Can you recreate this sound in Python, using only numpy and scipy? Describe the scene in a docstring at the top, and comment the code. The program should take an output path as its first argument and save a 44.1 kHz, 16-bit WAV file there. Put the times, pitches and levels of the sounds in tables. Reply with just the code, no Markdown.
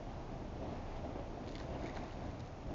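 """Two burning poi swung on chains in a yard at night, some metres from a small camera's microphone.
Each swing drags a fluttering flame through the air: a boom, a low roar and a hollow, rising rush;
now and then a flame flaps. As the performer turns, soles scuff and squeak and grit cracks underfoot.
Ground and walls add a short tail. Behind it all lie light wind, a deep hum and steady hiss."""
import sys
import numpy as np
from scipy import signal
from scipy.fft import rfft, irfft
from scipy.io import wavfile
from scipy.ndimage import map_coordinates

SR = 44100
rng = np.random.default_rng(int(sys.argv[2]) if len(sys.argv) > 2 else 0)


def output_pcm(signal):
    """Save a mono or channel-first signal as 16-bit PCM at the path in sys.argv[1].

    Samples are clipped to [-1, 1] before scaling.
    """
    pcm = np.clip(np.atleast_2d(signal).T, -1, 1) * 32767
    wavfile.write(sys.argv[1], SR, np.round(pcm).astype(np.int16))


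N = 120834

# Night background, spectra of the wind and the hiss: f/Hz, level/dB
WIND_SPECTRUM = [(18, -6.5), (29, 4), (48, -6.5), (70, 1), (120, -1), (250, -9), (450, -8), (640, -6.5),
                 (1000, -14.5), (1450, -20.5), (2200, -25), (3100, -29.5), (7000, -43.5)]
HISS_SPECTRUM = [(900, 7.5), (1500, -5.5), (2400, 4), (3100, -2), (4200, -1), (5500, 0), (6700, -3),
                 (7800, -5.5)]
# Shoes on the ground: loudest t/s, rise/s, fall/s, scrape level/dB, grit level/dB
SHOE_SCUFFS = [(.72, 0.079, 0.078, -66, -83), (.975, 0.089, 0.017, -58.5, -74),
               (1.5, 0.02, 0.037, -63, -64.5), (1.559, 0.003, 0.005, -54.5, -61),
               (1.598, 0.0072, 0.028, -53.5, -62), (1.73, 0.11, 0.1, -62.5, -77),
               (1.868, 0.057, 0.07, -54.5, -65.5), (1.968, .015, 0.014, -52.5, -61.5),
               (2.05, 0.03, 0.11, -59, -69), (2.24, 0.028, 0.073, -64, -69),
               (2.405, 0.0089, 0.0047, -62, -65), (2.463, 0.0075, 0.01, -75, -65)]
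# A sole catching: t/s, f/Hz, level/dB
SOLE_SQUEAKS = [(1.481, 3610, -64.5), (1.558, 1969, -56.5), (1.604, 1877, -54.5), (1.752, 2703, -60.5),
                (1.826, 1733, -55), (1.86, 2236, -50.5), (1.895, 1814, -51.5), (1.965, 3810, -58.5),
                (1.972, 1675, -51.5), (2.024, 2191, -56.5), (2.11, 2890, -63.5)]
# Grit cracking underfoot: t/s, snap level/dB, crumbling level relative to the snap/dB
GRIT_TICKS = [(1.4644, -49.5, -19), (1.4758, -46.5, -10), (1.482, -42.5, -23), (1.4847, -47.5, -23),
              (1.4911, -44, -23), (1.5436, -47.5, -27.5), (1.5545, -37.5, -18), (1.5646, -45, -25),
              (1.5826, -39.5, -24.5), (2.609, -54.5, -12)]
# Footwork, spectra of scrape, grit and tick: f/Hz, level/dB
SCRAPE_SPECTRUM = [(500, 1), (900, 7), (1350, -3), (1800, 0), (2250, -2.5), (2900, -9.5), (4000, -24),
                   (7000, -27)]
GRIT_SPECTRUM = [(1200, -22), (2500, -5), (3200, -5), (3600, 4), (4500, 1), (5600, -4), (6600, -2.5),
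                 (7800, -6.5)]
TICK_SPECTRUM = [(900, -23), (2000, 4.5), (3400, 6), (4600, 8.5), (5700, -8), (6700, -1.5), (8000, -6.5)]
# A flame tearing in the airstream: t/s, puff level/dB, thump level/dB
FLAME_FLAPS = [(0.295, -48, -55.5), (0.629, -47.5, -45.5), (1.159, -41.5, -51), (1.195, -43.5, -56),
               (1.843, -53, -37.5), (2.709, -50, -39.5)]
# Poi swings: top speed t/s, rise/s, fall/s, boom level/dB, roar level/dB, rush level/dB, rush f/Hz
POI_SWINGS = [(.06, 0.19, .22, -51, -54, -54, 688), (.37, .084, .19, -49.5, -51.5, -60, 620.6),
              (.665, .058, .11, -50.5, -49.5, -48.5, 649.8), (.75, .06, .035, -51.5, -52, -56, 702),
              (0.919, .08, .06, -51, -56, -54, 729.6), (1.035, .05, 0.069, -49, -48, -50, 713),
              (1.188, .045, .075, -48.5, -56.5, -50.5, 592.2), (1.4, .08, .08, -53, -52, -55, 702.3),
              (1.56, .07, .068, -51, -47.5, -54.5, 620), (1.715, .045, .09, -45.5, -50, -47.5, 619.7),
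              (1.846, 0.01986, .03, -48.5, -45.5, -56, 805.4), (1.984, .05, .09, -51, -48.5, -51, 730.5),
              (2.189, .05, .08, -48.5, -52, -52.5, 689.5), (2.31, 0.0524, .16, -48.5, -53.5, -58.5, 659),
              (2.71, .034, .06, -45.5, -48, -52.5, 650)]
# Flames, spectra of puff, boom, roar and rush: f/Hz, level/dB
PUFF_SPECTRUM = [(150, -3.5), (400, 0.5), (700, 2), (1000, -10.5), (1500, -22.5), (3000, -27)]
BOOM_SPECTRUM = [(22, -3.5), (35, -10.5), (50, 2.5), (80, 3.5), (125, -0.5), (175, -6), (260, -23.5),
                 (600, -39)]
ROAR_SPECTRUM = [(90, -13), (170, -6.5), (250, -2.5), (350, -4), (470, -14), (900, -28), (2500, -45)]
RUSH_SPECTRUM = [(150, -17.5), (300, -15), (470, -10.5), (600, 2), (740, -1), (930, -11), (1400, -23),
                 (2400, -27), (3200, -28), (7000, -42.5)]
RUSH_HZ = 665.8  # pitch at which RUSH_SPECTRUM is given
# The camera's treble response: f/Hz, level/dB
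CAMERA_TREBLE = [(6700, 0), (7100, -5), (7450, -13), (7700, -24), (7950, -42), (8300, -70)]


def undb(db):
    """Decibels to gain."""
    return 10 ** (np.asarray(db) / 20)


def unit(x):
    """Scale to rms 1."""
    return x / np.sqrt(np.mean(x ** 2))


def colour(x, points):
    """Causal filter through points (f/Hz, level/dB), falling 20 dB an octave beyond both ends."""
    hz, db = np.array(points, float).T
    octave = np.log2(np.maximum(np.fft.rfftfreq(2 * N, 1 / SR), 1))
    beyond = np.maximum(np.log2(hz[0]) - octave, 0) + np.maximum(octave - np.log2(hz[-1]), 0)
    gain = undb(np.interp(octave, np.log2(hz), db) - 20 * beyond)
    cepstrum = irfft(np.log(gain))
    cepstrum[1:N] *= 2  # fold to minimum phase
    cepstrum[N + 1:] = 0
    return irfft(rfft(x, 2 * N) * np.exp(rfft(cepstrum)))[:N]


def noise(points):
    """Coloured noise, rms 1."""
    return unit(colour(rng.standard_normal(N), points))


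def waver(rate_hz):
    """Smooth random curve that changes about rate_hz times a second, rms 1."""
    f = np.fft.rfftfreq(N, 1 / SR)
    lowpass = np.exp(-(f / rate_hz) ** 2) * (f > 0)
    return unit(irfft(rfft(rng.standard_normal(N)) * lowpass, N))


def swell(at, rise_s, fall_s):
    """A bell-shaped power envelope with its own rise and fall."""
    t = np.arange(N) / SR - at
    return 1 / np.cosh(np.clip(t / np.where(t < 0, rise_s, fall_s), -20, 20)) ** 2


def swell_gains(rows):
    """One gain curve per level column, summed in power; rows are t/s, rise/s, fall/s, levels/dB."""
    rows = np.array(rows)
    shapes = np.array([swell(*row[:3]) for row in rows])
    return np.sqrt(undb(rows[:, 3:]).T ** 2 @ shapes)


def night(wind_db=-50.5, hum_hz=29.3, hum_db=-54, hiss_db=-69):
    """The bed behind the performer: light wind with distant rumble, a deep wavering hum, even hiss."""
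    wind = noise(WIND_SPECTRUM) * undb(wind_db - 0.05 * waver(2.3))
    phase = 2 * np.pi * np.cumsum(hum_hz * (1 + 0.07 * waver(1.8))) / SR
    hum = np.sqrt(2) * np.sin(phase) * undb(hum_db + 2.5 * waver(7.6))
    return wind + hum + undb(hiss_db) * noise(HISS_SPECTRUM)


def yard(direct, decay_s=0.075, tail_db=-13):
    """Ground and walls send a short diffuse tail to the microphone after the direct sound."""
    t = np.arange(SR // 2) / SR
    tail = rng.standard_normal(len(t)) * np.exp(-t / decay_s)
    return direct + undb(tail_db) * signal.fftconvolve(direct, tail / np.linalg.norm(tail))[:N]


def grains(spread_db, per_s=3500):
    """Grains under a sole: dense clicks, mostly small with a few large ones."""
    size = undb(spread_db * np.minimum(rng.exponential(size=N), 5))
    return (rng.random(N) < per_s / SR) * size * rng.choice([-1, 1], N)


def scuffs():
    """Soles drag over the ground: a grainy scrape and bright grit."""
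    scrape = unit(colour(grains(spread_db=4), SCRAPE_SPECTRUM))
    grit = unit(colour(grains(spread_db=5.5), GRIT_SPECTRUM))
    scrape_gain, grit_gain = swell_gains(SHOE_SCUFFS)
    return scrape * scrape_gain + grit * grit_gain


def squeaks(half_length_s=0.003, pitch_spread=0.0728):
    """A catching sole rings briefly at a rough, unsteady pitch."""
    out = np.zeros(N)
    for at, hz, db in SOLE_SQUEAKS:
        phase = 2 * np.pi * np.cumsum(hz * (1 + pitch_spread * waver(458))) / SR
        envelope = np.sqrt(swell(at, half_length_s, half_length_s))
        out += np.sqrt(2) * np.sin(phase) * undb(db) * envelope
    return out


def ticks(ring_hz=3600, ring_s=0.003, ring_db=-13.5, crumble_s=0.0028):
    """Single stones crack underfoot: a sharp snap, a brief ring and a few milliseconds of crumbling."""
    t = np.arange(N) / SR
    hits, crumbling = np.zeros(N), np.zeros(N)
    for at, db, crumble_db in GRIT_TICKS:
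        hits[int(at * SR)] += undb(db)
        crumbling += undb(db + crumble_db) * (t >= at) * np.exp(-np.abs(t - at) / crumble_s)
    snap = colour(signal.unit_impulse(N), TICK_SPECTRUM)
    ring = undb(ring_db) * np.sin(2 * np.pi * ring_hz * t) * np.exp(-t / ring_s)
    crack = snap / np.abs(snap).max() + ring
    return signal.fftconvolve(hits, crack)[:N] + crumbling * noise(TICK_SPECTRUM)


def flaps(rise_s=0.00099, fall_s=0.004):
    """Now and then a flame tears in the airstream: a short, dull puff over a low thump."""
    shapes = np.sqrt([swell(at, rise_s, fall_s) for at, _, _ in FLAME_FLAPS])
    puff_gain, thump_gain = undb(np.array(FLAME_FLAPS)[:, 1:]).T @ shapes
    return noise(PUFF_SPECTRUM) * puff_gain + noise(ROAR_SPECTRUM) * thump_gain


def rush_pitch(octaves_per_s=0.9):
    """Each swing has its own hollow pitch, rising as it passes; the loudest rush leads."""
    t = np.arange(N) / SR
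    powers, pitches = [], []
    for at, rise_s, fall_s, _, _, rush_db, hz in POI_SWINGS:
        powers.append(swell(at, rise_s, fall_s) * undb(rush_db) ** 2)
        pitches.append(hz * 2 ** (octaves_per_s * (t - at)))
    return np.average(pitches, axis=0, weights=powers)


def flames(flutter_hz=32, roar_flutter_db=1.3, rush_flutter_db=1.14):
    """Flames dragged through the air, some metres off: a boom, and roar and rush fluttering together."""
    flutter = waver(flutter_hz)
    roar = unit(noise(ROAR_SPECTRUM) * undb(roar_flutter_db * flutter))
    read_position = np.cumsum(rush_pitch() / RUSH_HZ)  # noise read faster sounds higher
    gliding = map_coordinates(noise(RUSH_SPECTRUM), [read_position], mode="mirror")
    rush = unit(gliding * undb(rush_flutter_db * flutter))
    boom_gain, roar_gain, rush_gain = swell_gains([row[:-1] for row in POI_SWINGS])
    return noise(BOOM_SPECTRUM) * boom_gain + roar * roar_gain + rush * rush_gain


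def scene():
    """At the microphone, in mono: flames and footwork in the yard, over the night background."""
    performer = flames() + flaps() + scuffs() + squeaks() + ticks()
    return (yard(performer) + night())[None]


def record(dry):
    """The small camera cuts off the treble steeply above about 7 kHz."""
    hz, db = np.array(CAMERA_TREBLE).T
    response = undb(np.interp(np.fft.rfftfreq(2 * N, 1 / SR), hz, db))
    return irfft(rfft(dry, 2 * N) * response)[:, :N]


dry = scene()
out = record(dry)
output_pcm(out)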